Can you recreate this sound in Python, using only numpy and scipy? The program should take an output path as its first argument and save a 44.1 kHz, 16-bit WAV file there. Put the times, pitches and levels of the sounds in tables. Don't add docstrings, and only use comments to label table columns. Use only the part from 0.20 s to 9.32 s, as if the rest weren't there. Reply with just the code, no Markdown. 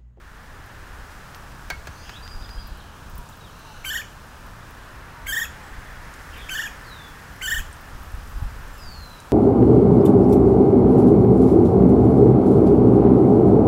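import sys
import numpy as np
from scipy import signal
from scipy.fft import rfft, irfft, next_fast_len
from scipy.io import wavfile
from scipy.ndimage import uniform_filter1d, map_coordinates

SR = 44100
rng = np.random.default_rng(int(sys.argv[2]) if len(sys.argv) > 2 else 0)


def wav_record(signal):
    frames = np.transpose(np.atleast_2d(signal))
    bounded = np.clip(frames, -1, 1)
    quanta = np.round(bounded * 32767).astype(np.int16)
    wavfile.write(sys.argv[1], SR, quanta)


def gain_from_db(level_db):
    decades = np.asarray(level_db, float) / 20
    return 10 ** decades


N = 402191


def unit(x):
    return x / np.sqrt(np.mean(x ** 2) + 1e-20)


def along(points, hz):
    f, v = np.transpose(points)
    return np.interp(np.log(hz + 1), np.log(f + 1), v)


def curves(rows):
    s, *cols = np.transpose(rows)
    return [np.interp(np.arange(N) / SR, s, c) for c in cols]


def wobble(n, rate):
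    knots = rng.standard_normal(int(n * rate / SR) + 4)
    return map_coordinates(knots, [np.arange(n) * rate / SR])


def filtered(x, response):
    m = next_fast_len(len(x) + 8192)
    return irfft(rfft(x, m) * response(np.fft.rfftfreq(m, 1 / SR)), m)[:len(x)]


def add(track, s, sound):
    part = track[round(s * SR):][:len(sound)]
    part += sound[:len(part)]


def rush(spectrum, patchy_db):
    z = signal.stft(rng.standard_normal(N), nperseg=512)[2]
    field = uniform_filter1d(rng.standard_normal(z.shape), size=6, axis=0)
    field = uniform_filter1d(field, size=14, axis=1)
    noise = signal.istft(z * gain_from_db(patchy_db * unit(field)), nperseg=512)[1][:N]
    return unit(filtered(noise, lambda hz: gain_from_db(along(spectrum, hz))))


def wind():
    # time in seconds, thump level in dB.
    gusts = [(0, -39), (1.3, -42.5), (1.65, -40), (2.0, -40), (2.25, -36.5), (2.55, -40), (2.72, -48),
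             (2.93, -34), (3.1, -45), (4.8, -44), (5.1, -39), (5.6, -40.5), (6.1, -41), (7.1, -43.5),
             (7.35, -37), (7.6, -41.5), (8.2, -31), (9.12, -46)]
    # frequency in Hz, density in dB per Hz.
    thump = [(8.8, -31), (15, -2.5), (38, -3.5), (70, -4), (90, -12), (120, -31.5), (200, -120)]
    # frequency in Hz, density in dB per Hz.
    flutter_spectrum = [(47, -28.5), (80, -1.5), (97, -0.5), (135, -1.5), (300, -13.5), (390, -78),
                        (660, -120)]
    # time in seconds, peak level in dB, pitch in Hz.
    slaps = [(.799, -44, 35), (1.534, -31.5, 28.6), (1.692, -29.5, 97), (2.164, -26.5, 24),
             (2.223, -29.5, 28.6), (2.301, -28.5, 46), (2.383, -25, 34), (2.456, -30, 43), (2.522, -28, 38),
             (2.869, -32, 56), (2.938, -36, 45), (2.998, -30, 30), (5.528, -30.5, 32.5), (5.582, -29, 43),
             (5.8, -31, 63), (7.346, -28, 44.6), (7.397, -19, 26), (7.756, -32.5, 21), (7.944, -21, 63),
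             (7.985, -26.5, 31), (8.166, -19.5, 39), (8.227, -17.5, 85), (8.262, -22, 29), (8.328, -28, 62),
             (8.398, -28.5, 59), (8.675, -32.5, 16)]
    calm_db, flutter_db, flutter_grows = -44, -49, 0.068
    slap_cycles, slap_ruffle_db = 0.5, -22

    thump_db, = curves(gusts)
    out = gain_from_db(thump_db - 1.8 + 0.32 * wobble(N, 9)) * rush(thump, patchy_db=1.5)
    flutter = rush(flutter_spectrum, patchy_db=.5)
    ruffle = gain_from_db(flutter_db + flutter_grows * (thump_db - calm_db))
    t = np.arange(-SR // 10, SR // 10) / SR
    for (s, db, hz), sign in zip(slaps, rng.choice([-1, 1], len(slaps))):
        push = gain_from_db(db) * np.exp(-(t * hz / slap_cycles) ** 2)
        add(out, s + t[0], sign * push * np.cos(2 * np.pi * hz * t))
        add(ruffle, s + t[0], gain_from_db(slap_ruffle_db) * push)
    return out + ruffle * flutter


def traffic():
    # time in seconds, tyre whine in dB.
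    passing = [(0, -1.5), (.8, -2.5), (1.5, -5), (3.2, -12), (4.2, -7), (5.3, 1), (6.5, 1), (7.3, -2),
               (8.25, -5.5), (8.42, -0.5), (8.6, -6.5), (9.12, -8)]
    # frequency in Hz, density in dB per Hz.
    drone_spectrum = [(150, -26), (250, -7), (700, -6.5), (900, -3.5), (1750, -1), (2250, -11),
                      (4300, -19.5), (7700, -120)]
    base_db, grows = -46, 0.15

    whine_db, = curves(passing)
    level_db = base_db + grows * whine_db + 2.5 + 0.12 * wobble(N, 3.5)
    drone = gain_from_db(level_db) * rush(drone_spectrum, patchy_db=-0.2)
    whine = filtered(drone, lambda hz: np.exp(-((hz - 2000) / 450) ** 2))
    return drone + (gain_from_db(whine_db) - 1) * whine


def needles():
    # time in seconds, hiss level in dB.
    breeze = [(0, -59.5), (1.4, -58.5), (3.2, -60), (4.8, -60.5), (5.6, -59), (6.4, -56.5), (7, -58.5),
              (7.7, -58), (9.12, -59)]
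    # frequency in Hz, density in dB per Hz.
    hiss_spectrum = [(1470, -1.5), (2500, -5.5), (3580, -23), (4300, -9.5), (4780, -4), (7220, -8),
                     (11000, -12.5), (15500, -14.5)]

    hiss_db, = curves(breeze)
    hiss = rush(hiss_spectrum, patchy_db=.15)
    patter = gain_from_db(0.46 * wobble(N, 120))
    return gain_from_db(hiss_db + 6.5 + 0.39 * wobble(N, 3.38)) * patter * hiss


def rustle():
    # time in seconds, level in dB.
    stirring = [(0, -74.5), (2.4, -80.5), (3, -73), (3.4, -70), (5.4, -74), (6.2, -72), (7, -65),
                (7.9, -64.5), (8.6, -63), (9.12, -68)]
    # frequency in Hz, density in dB per Hz.
    flakes = [(5000, -120), (7000, -20), (10000, 0), (13500, 5), (15800, -7)]

    level_db, = curves(stirring)
    flurries_db = 2 * wobble(N, 25).clip(-2, 1.5) + 3 * wobble(N, 150).clip(-2, 2)
    return gain_from_db(level_db + flurries_db) * rush(flakes, patchy_db=2)


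def ticks():
    # time in seconds, peak level in dB, centre in Hz, width in octaves.
    snaps = [(.4600, -44, 12000, 0.92), (.9114, -49.5, 12000, 0.98), (1.1505, -43, 14000, .3),
             (1.1606, -45, 12900, .3), (1.8935, -46, 14500, .3), (2.2250, -41, 3500, 0.66),
             (2.2935, -48, 6500, .5), (2.473, -39, 13500, 0.3), (2.5734, -46, 12000, .8),
             (2.8975, -43, 13000, 0.61), (2.9534, -40, 15000, .3), (2.9797, -33, 14000, 0.71),
             (3.0892, -42, 7200, 0.41), (3.0950, -43, 14500, .3), (3.1693, -46.5, 15000, .3),
             (3.3934, -45, 12000, .7), (4.0684, -50.5, 12100, .8), (4.2644, -46, 13000, .5),
             (4.5064, -43, 14000, 0.59), (5.939, -39.5, 6640, 0.68), (7.5285, -38, 8900, 0.26),
             (7.9178, -45.5, 10000, 0.73), (5.6341, -53, 9100, .4), (6.1788, -44.5, 11900, .2),
             (6.8842, -45, 15000, .3), (7.612, -44, 14200, .2), (7.83, -44.5, 13500, .3),
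             (7.95, -46, 10000, .8), (8.0747, -44, 7000, .6), (8.095, -44, 14500, .2),
             (8.478, -51, 8000, 0.52), (8.58, -44.5, 13500, .3), (8.635, -42.5, 6900, .1),
             (8.7216, -46.5, 14600, .15), (9.085, -48.5, 7400, .15), (8.2274, -45.5, 13000, .6),
             (8.8334, -48, 11000, .6), (9.0024, -41, 7500, 0.74)]

    out, t = np.zeros(N), np.arange(SR // 40) / SR
    for s, db, hz, octaves in snaps:
        noise = rng.standard_normal(len(t))
        snap = unit(filtered(noise, lambda f: np.exp(-(np.log2(f / hz + 1e-9) / octaves) ** 2)))
        decay = gain_from_db(db - 6 - 60 * t / .005)
        rattle = gain_from_db(db - 8.5 - 60 * t / 0.051)
        add(out, s, snap * (decay + rattle))
    return out


def resonances(modes, f):
    return sum((-1) ** k * gain_from_db(db) * 1j * f * w / (c * c - f * f + 1j * f * w)
               for k, (c, w, db) in enumerate(modes))


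def pecks():
    # time in seconds, peak level in dB, bill crack in dB, knock centre in Hz,
    # crushing t60 in seconds.
    blows = [
        (1.1470, -26.5, -51, 3440, 0.029),
        (1.5012, -26.5, -23, 3000, 0.079),
        (1.6708, -35.5, -36, 2520, 0.081),
        (1.8940, -23.5, -49, 1990, 0.051),
        (2.078, -25, -58, 2950, 0.0078),
        (2.2920, -30, -46.5, 2000, 0.033),
    ]
    # frequency in Hz, width in Hz, level in dB.
    wood = [(450, 340, 2), (780, 400, 3.5), (1570, 370, 5.5), (2700, 800, -2), (4220, 900, -2.5),
            (6500, 2500, -11.5)]
    # frequency in Hz, level in dB, t60 in seconds.
    splinter = [(2196, -3, .135), (1580, 0, .09), (740, -6, .07), (4506, -5, .045), (4274, -22, .07)]
    hard_crack_db = -40
    hard_lag_s, hard_crush_db = 0.00097, 10
    light_lag_s, light_crush_db = .0002, -3
    highs_die = .45

    out, crush, t = np.zeros(N), np.zeros(N), np.arange(SR // 8) / SR
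    for s, db, crack_db, hz, t60 in blows:
        crack = gain_from_db(crack_db - 60 * t / 0.012) * rng.standard_normal(len(t))
        add(out, s, filtered(crack, lambda f: (1j * f / 6000 / (1 + 1j * f / 6000)) ** 2))

        hard = crack_db > hard_crack_db
        lag, crush_db = (hard_lag_s, hard_crush_db) if hard else (light_lag_s, light_crush_db)

        def bending(f):
            return np.exp(-np.log2(f / hz + 1e-9) ** 2 - 4j * np.pi * lag * np.sqrt(2000 * f))
        knock = filtered(1. * (t == 0), bending)
        add(out, s, gain_from_db(db) * knock / abs(knock).max())

        fibres = rng.standard_normal(len(t))
        lows = filtered(fibres, lambda f: 1 / (1 + (f / 2800) ** 6))
        fibres = lows + (fibres - lows) * gain_from_db(3 - 60 * t / t60 * (1 / highs_die - 1.5))
        decay = gain_from_db(db + crush_db - 60 * t / t60)
        add(crush, s, decay * (1 - np.exp(-t / 0.00048)) * fibres)

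    s, db = max(blows, key=lambda row: row[2])[:2]
    ring = sum(gain_from_db(level - 60 * t / t60) * np.sin(2 * np.pi * hz * t) for hz, level, t60 in splinter)
    add(out, s + 0.00283, gain_from_db(db) * ring * (1 - np.exp(-t / 0.0016)))
    return out + filtered(crush, lambda f: resonances(wood, f))


def grove(x):
    # frequency in Hz, t60 in seconds.
    dying = [(1000, 0.12), (3000, 0.38), (7000, 0.39), (14000, 0.13)]

    hz, t, z = signal.stft(rng.standard_normal(SR // 2), SR, nperseg=256)
    tail = signal.istft(z * gain_from_db(-60 * t / along(dying, hz)[:, None]), SR, nperseg=256)[1]
    return signal.fftconvolve(np.pad(x, (200, 0)), tail / np.linalg.norm(tail))[:N]


def whistle(pitch, db, blur_hz):
    u = np.linspace(0, 1, len(pitch))
    phase = 2 * np.pi * np.cumsum(pitch) / SR
    clear = np.exp(-(blur_hz / 50) ** 2)
    smear = wobble(len(u), 2.5 * blur_hz) * np.sin(phase)
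    smear += wobble(len(u), 2.3 * blur_hz) * np.cos(phase)
    swell = np.sin(np.pi * u ** (1 - .35 * clear)).clip(0) ** .4
    return gain_from_db(db + 5.5) * swell * (clear * np.sin(phase) + 0.56 * np.sqrt(1 - clear ** 2) * smear)


def songbirds():
    # start in seconds, length in seconds, from Hz, to Hz, rms in dB.
    flock = [(1.70, 0.27, 6000, 6540, -59), (1.748, 0.21, 4230, 5244, -54), (1.80, 0.23, 2510, 2721, -54),
             (1.83, 0.066, 3180, 3140, -52), (1.906, 0.0895, 2740, 3640, -48.5),
             (2.30, 0.39, 4137, 4180, -61), (2.438, 0.365, 3100, 3010, -60),
             (2.594, 0.034, 4200, 3190, -54), (3.298, 0.527, 4070, 4060, -59),
             (3.31, 0.64, 5980, 5900, -62), (3.327, 0.45, 2900, 2790, -58), (6.122, 0.065, 3020, 2900, -48),
             (6.147, 0.076, 2328, 2455, -48), (6.156, 0.15, 3610, 3280, -49),
             (8.63, 0.233, 7300, 6890, -64)]
    # start in seconds, length in seconds, from Hz, to Hz, rms in dB.
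    chips = [
        (1.959, 0.03, 3720, 3940, -49),
        (1.989, 0.063, 3920, 4000, -58),
        (2.38, 0.035, 3180, 3350, -53),
        (3.125, 0.022, 4050, 3300, -56),
        (3.20, 0.063, 3900, 3750, -59),
        (3.246, 0.057, 3750, 2990, -55),
        (5.416, .1, 7500, 7870, -65),
        (5.648, 0.173, 3460, 3290, -64.5),
        (8.5, 0.14, 7060, 7700, -63),
    ]
    # start in seconds, length in seconds, from Hz, to Hz, rms in dB.
    pips = [
        (8.552, 0.0544, 3100, 2580, -53),
        (2.243, .017, 3800, 3250, -53),
        (2.258, .016, 3200, 3700, -56),
    ]
    bend = 1.6

    out = np.zeros(N)
    for rows, blur_share, blur_hz in (flock, .075, 0), (chips, 0, 35), (pips, 0, 14):
        for s, length, from_hz, to_hz, db in rows:
            u = np.linspace(0, 1, round(length * SR))
            left = (np.exp(-bend * u) - np.exp(-bend)) / (1 - np.exp(-bend))
            pitch = to_hz + (from_hz - to_hz) * left
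            add(out, s, whistle(pitch, db, blur_share * from_hz + blur_hz))
    return out


def trill():
    # start in seconds, length in seconds, droop at the end in Hz, rms in dB.
    arches = [(2.022, .04, 600, -46.5), (2.068, .033, 200, -50), (2.108, .04, 450, -45),
              (2.15, .025, 450, -54), (2.19, .043, 350, -52), (2.228, .05, 150, -50),
              (2.295, .035, 300, -47), (2.335, .03, 150, -52), (2.388, .034, 550, -45.5),
              (2.425, .028, 450, -55), (2.46, .03, 200, -63)]
    top_hz, scoop_hz, first_scoop_hz, echo_db = 5020, 260, 500, -8

    out = np.zeros(N)
    for k, (s, length, droop_hz, db) in enumerate(arches):
        u = np.linspace(0, 1, round(length * SR))
        scoop = (scoop_hz if k else first_scoop_hz) * (1 - u) ** 3
        pitch = top_hz - scoop - droop_hz * u ** 2.67 + 40 * wobble(len(u), 143)
        swell = gain_from_db(db + 2.5 + 2.3 * wobble(len(u), 121)) * np.sqrt(np.sin(np.pi * u).clip(0))
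        add(out, s, swell * np.sin(2 * np.pi * np.cumsum(pitch) / SR))
    return out + gain_from_db(echo_db) * grove(out)


def dove():
    # start in seconds, length in seconds, from Hz, rms in dB.
    coos = [
        (2.96, .175, 1010, -54.5),
        (3.44, .13, 930, -53),
        (4.94, .12, 980, -53),
        (5.36, .18, 900, -55),
        (5.8, .14, 1000, -57.5),
        (8.18, .08, 870, -54),
    ]
    fall_hz_per_s = 870

    out = np.zeros(N)
    for s, length, from_hz, db in coos:
        pitch = from_hz - fall_hz_per_s * np.arange(0, length, 1 / SR)
        add(out, s, whistle(pitch, db, blur_hz=4))
    return out


def slides():
    # start in seconds, length in seconds, from Hz, settling time in seconds, rms in dB.
    falls = [
        (6.638, .32, 4870, .088, -54),
        (8.578, .46, 5270, .195, -52),
    ]
    fall_hz, blur_hz, echo_db = 1560, 9, -7
    start_db, fading_db, tail_db = -1, 1.4, -7

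    out = np.zeros(N)
    for s, length, from_hz, settling, db in falls:
        rest = np.exp(-np.arange(0, length, 1 / SR) / settling)
        fade_db = tail_db * np.linspace(-1, 1, len(rest)).clip(0) + start_db * rest ** 3
        fade_db += fading_db * wobble(len(rest), 46.5)
        add(out, s, gain_from_db(fade_db) * whistle(from_hz - fall_hz * (1 - rest), db, blur_hz))
    return out + gain_from_db(echo_db) * grove(out)


def turns_of(pop, effort_db, trough_hz, drift_hz, stretch, hook, tiring_db, swell_db, crests, ends):
    # seconds from the pop, pitch over trough, level in dB.
    opening_shape = [
        (-.007, 0.73, -12.5),
        (-.002, .72, -5),
        (0, .72, 2),
        (.003, 0.94, -5.5),
        (.008, 1.045, -3),
        (.021, 1.065, 1),
        (.031, 1.055, .5),
    ]
    # seconds from the hook, pitch over trough, level in dB.
    closing_shape = [
        (-.007, 1.13, -1.5),
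        (-.004, .92, -15),
        (0, .87, -2.5),
        (.003, .81, -4),
        (.007, 0.74, -13),
    ]
    first_trough_s, rise_s, fall_s = .044, .0242, .0182
    trough_db, trough_sinks_db = 2.5, -1.5

    pop_db, last_s, last_hz, hook_db, droop = ends
    opening = [(s, ratio * trough_hz, db + pop_db * (s <= 0)) for s, ratio, db in opening_shape]
    roll = []
    for k, (crest_hz, crest_db) in enumerate(zip(*crests)):
        s = stretch * (first_trough_s + k * (rise_s + fall_s))
        roll.append((s, trough_hz + k * drift_hz, trough_db + k * trough_sinks_db))
        roll.append((s + rise_s, crest_hz, crest_db))
    roll.append((hook + last_s, last_hz, -1.5))
    closing = []
    middle = closing_shape[2][1]
    for k, (s, ratio, db) in enumerate(closing_shape):
        drooped = middle + droop * (ratio - middle) if k else ratio
        closing.append((hook + s, trough_hz * drooped, db + hook_db * (k > 1)))
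    s, hz, db = np.transpose(sorted(opening + roll + closing))
    db += swell_db * np.isin(s, [row[0] for row in opening_shape[-2:]])
    db += tiring_db * np.clip(3 * s / hook - 1.9, 0, 1)
    return pop + s, hz, effort_db + db


def syrinx(s, hz, effort_db, trough_hz, closing_db):
    pointed = .75
    break_db = 3.5
    trough_sag_db, glide_loss_db = -3, -5

    t = np.arange(s[0], s[-1], 1 / SR)
    place = np.interp(t, s, np.arange(len(s)))
    step = np.sin(np.pi / 2 * (place % 1)) ** 2
    rising = np.diff(hz, append=0)[place.astype(int)] > 0
    eased = np.floor(place) + np.where(rising, step ** pointed, 1 - (1 - step) ** pointed)
    pitch = np.interp(eased, np.arange(len(s)), hz) + 7 * wobble(len(t), 494.5)
    slack = np.clip((1380 - pitch) / 300, 0, 1)
    phase = 2 * np.pi * np.cumsum(pitch + 75 * slack * wobble(len(t), 400)) / SR
    gliding = np.clip(abs(uniform_filter1d(np.gradient(pitch), size=88)) * SR / 25000, 0, 1)
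    dull_db = closing_db * (t - s[0]) / (s[-1] - s[0])
    sag_db = trough_sag_db * np.clip((1.04 - pitch / trough_hz) / .04, 0, 1) * (1 - slack)

    source = np.zeros(len(t))
    for k in range(1, 15):
        flicker = 0.13 * k + (6 if k > 2 else break_db) * gliding
        level_db = flicker * wobble(len(t), 141.7).clip(-3, 1.2)
        start = 0
        if k == 1:
            level_db += sag_db
        if k > 2:
            level_db += (k - 2) * dull_db - 11 * slack + glide_loss_db * gliding
            start = rng.uniform(0, 2 * np.pi)
        source -= gain_from_db(level_db) * np.cos(k * phase + start) * (k * pitch < SR / 2.2)
    breath = filtered(rng.standard_normal(len(t)), lambda f: (f / 4000) ** 4 / (1 + (f / 4000) ** 4))
    rasp = 1.1 * slack * rng.standard_normal(len(t))
    return gain_from_db(np.interp(t, s, effort_db)) * (source + rasp + gain_from_db(-3) * breath)


def throat_to_microphone(source, aim, stretch, bark_db, beam):
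    # frequency in Hz, width in Hz, level in dB.
    throat = [(1973, 420, 9.5), (3100, 140, -7), (4360, 280, -35), (5500, 250, -32), (7200, 1200, -3.5),
              (8700, 130, -42), (11800, 660, -1.5), (14900, 620, -3.5)]
    # frequency in Hz, width in Hz, level in dB.
    clefts = [(4000, 390, -13), (4890, 260, -12.5), (8800, 890, -6.5), (13650, 560, -8), (10000, 410, -0.5),
              (6250, 240, -5.5)]
    beam_hz = (5500, 7200, 11800, 14800)
    beam_width_hz = 1100
    delays = rng.uniform(0.000825, .028, size=60)

    def path(f):
        shape_db = sum(db * np.exp(-((f / stretch - c) / w) ** 2) for c, w, db in clefts)
        shape_db += sum(db * np.exp(-((f - c) / beam_width_hz) ** 2) for c, db in zip(beam_hz, beam))
        shape_db += aim * np.log2(np.maximum(f / 3000, 1))
        peaks = np.sqrt(sum(abs(resonances([mode], f / stretch)) ** 2 for mode in throat))
        lows = (f / 1500) ** 3 / (1 + (f / 1500) ** 3)
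        echoes = sum(gain_from_db(bark_db - 4 - 310 * d) * np.exp(-2j * np.pi * f * d) for d in delays)
        close = 1 + f ** 2 / (f ** 2 + 4500 ** 2) * echoes
        return peaks * lows * close * gain_from_db(shape_db)
    return filtered(np.pad(source, (0, SR // 30)), path)


def calls():
    # opening pop in seconds, effort in dB, trough pitch in Hz, trough drift in Hz per roll.
    bird = [
        (3.6499, -27.5, 1468, -16),
        (5.070, -28, 1516, 18.5),
        (6.2957, -28.5, 1470, -45.5),
        (7.219, -25.5, 1454, -3),
    ]
    # stretch of the roll (ratio), closing hook in seconds after the pop.
    paces = [(1, .166), (1, .183), (.99, .18), (1.002, .184)]
    # change of effort over the last third in dB, swell of the held note in dB.
    manners = [(-1, -2.5), (1.5, 3), (0.5, 1), (-1, -0.5)]
    crest_hz = [(1805, 1880, 1800), (1840, 1895, 1870), (1785, 1872, 1825), (1810, 1880, 1845)]
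    crest_db = [(-2.5, 2, -5), (2.2, 4.6, 2.2), (-2, 1.6, -4), (-2, 2.2, -1.6)]
    # pop in dB, last trough in seconds from the hook, its pitch in Hz, hook in dB,
    # share of the hook's droop.
    call_ends = [(-1, -.009, 1720, -5, .9), (-2, -.016, 1600, -2, .7), (3, -.015, 1620, -2, .3),
                 (-3, -.015, 1490, -4, -.4)]
    beams = [(0.7, 0, 3, -3), (-0.5, 1.2, 2, 4.5), (2.34, 1, 0.5, 1), (-2, 2.5, -3, 0)]
    # aim at the microphone in dB per octave above 3 kHz, stretch of the throat resonances
    # (ratio), closing in dB per overtone, scatter off bark in dB.
    bills = [(-3.5, 1, -1.4, -12.5), (-3.5, 1, -0.7, -13.5), (-5.5, 0.98, -1, -11), (-4, 0.99, 0.2, -14)]

    out = np.zeros(N)
    every_call = zip(bird, paces, manners, zip(crest_hz, crest_db), call_ends, beams, bills)
    for call, pace, manner, crests, ends, beam, (aim, stretch, closing_db, bark_db) in every_call:
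        s, hz, effort_db = turns_of(*call, *pace, *manner, crests, ends)
        source = syrinx(s, hz, effort_db, call[2], closing_db)
        add(out, s[0], throat_to_microphone(source, aim, stretch, bark_db, beam))
    return out


def scene():
    ground = wind() + traffic() + needles() + rustle()
    knocks = ticks() + pecks()
    far = songbirds() + trill() + dove() + slides()
    voice = calls()
    echo = grove(gain_from_db(-11.5) * voice + gain_from_db(-14) * knocks + gain_from_db(-10) * far)
    return (voice + knocks + far + echo + ground)[None]


def low_pass(x):
    return signal.sosfilt(signal.butter(12, 16610, fs=SR, output="sos"), x)


def record(dry):
    fade_in_db, fade_in_s, top_hz = -6, 0.3, 15790
    settling = gain_from_db(fade_in_db * np.exp(-np.arange(N) / SR / fade_in_s))
    limited = filtered(settling * dry[0], lambda hz: np.where(hz < top_hz, 1, gain_from_db(-45)))
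    return low_pass(limited[None])


dry = scene()
out = record(dry)
wav_record(out)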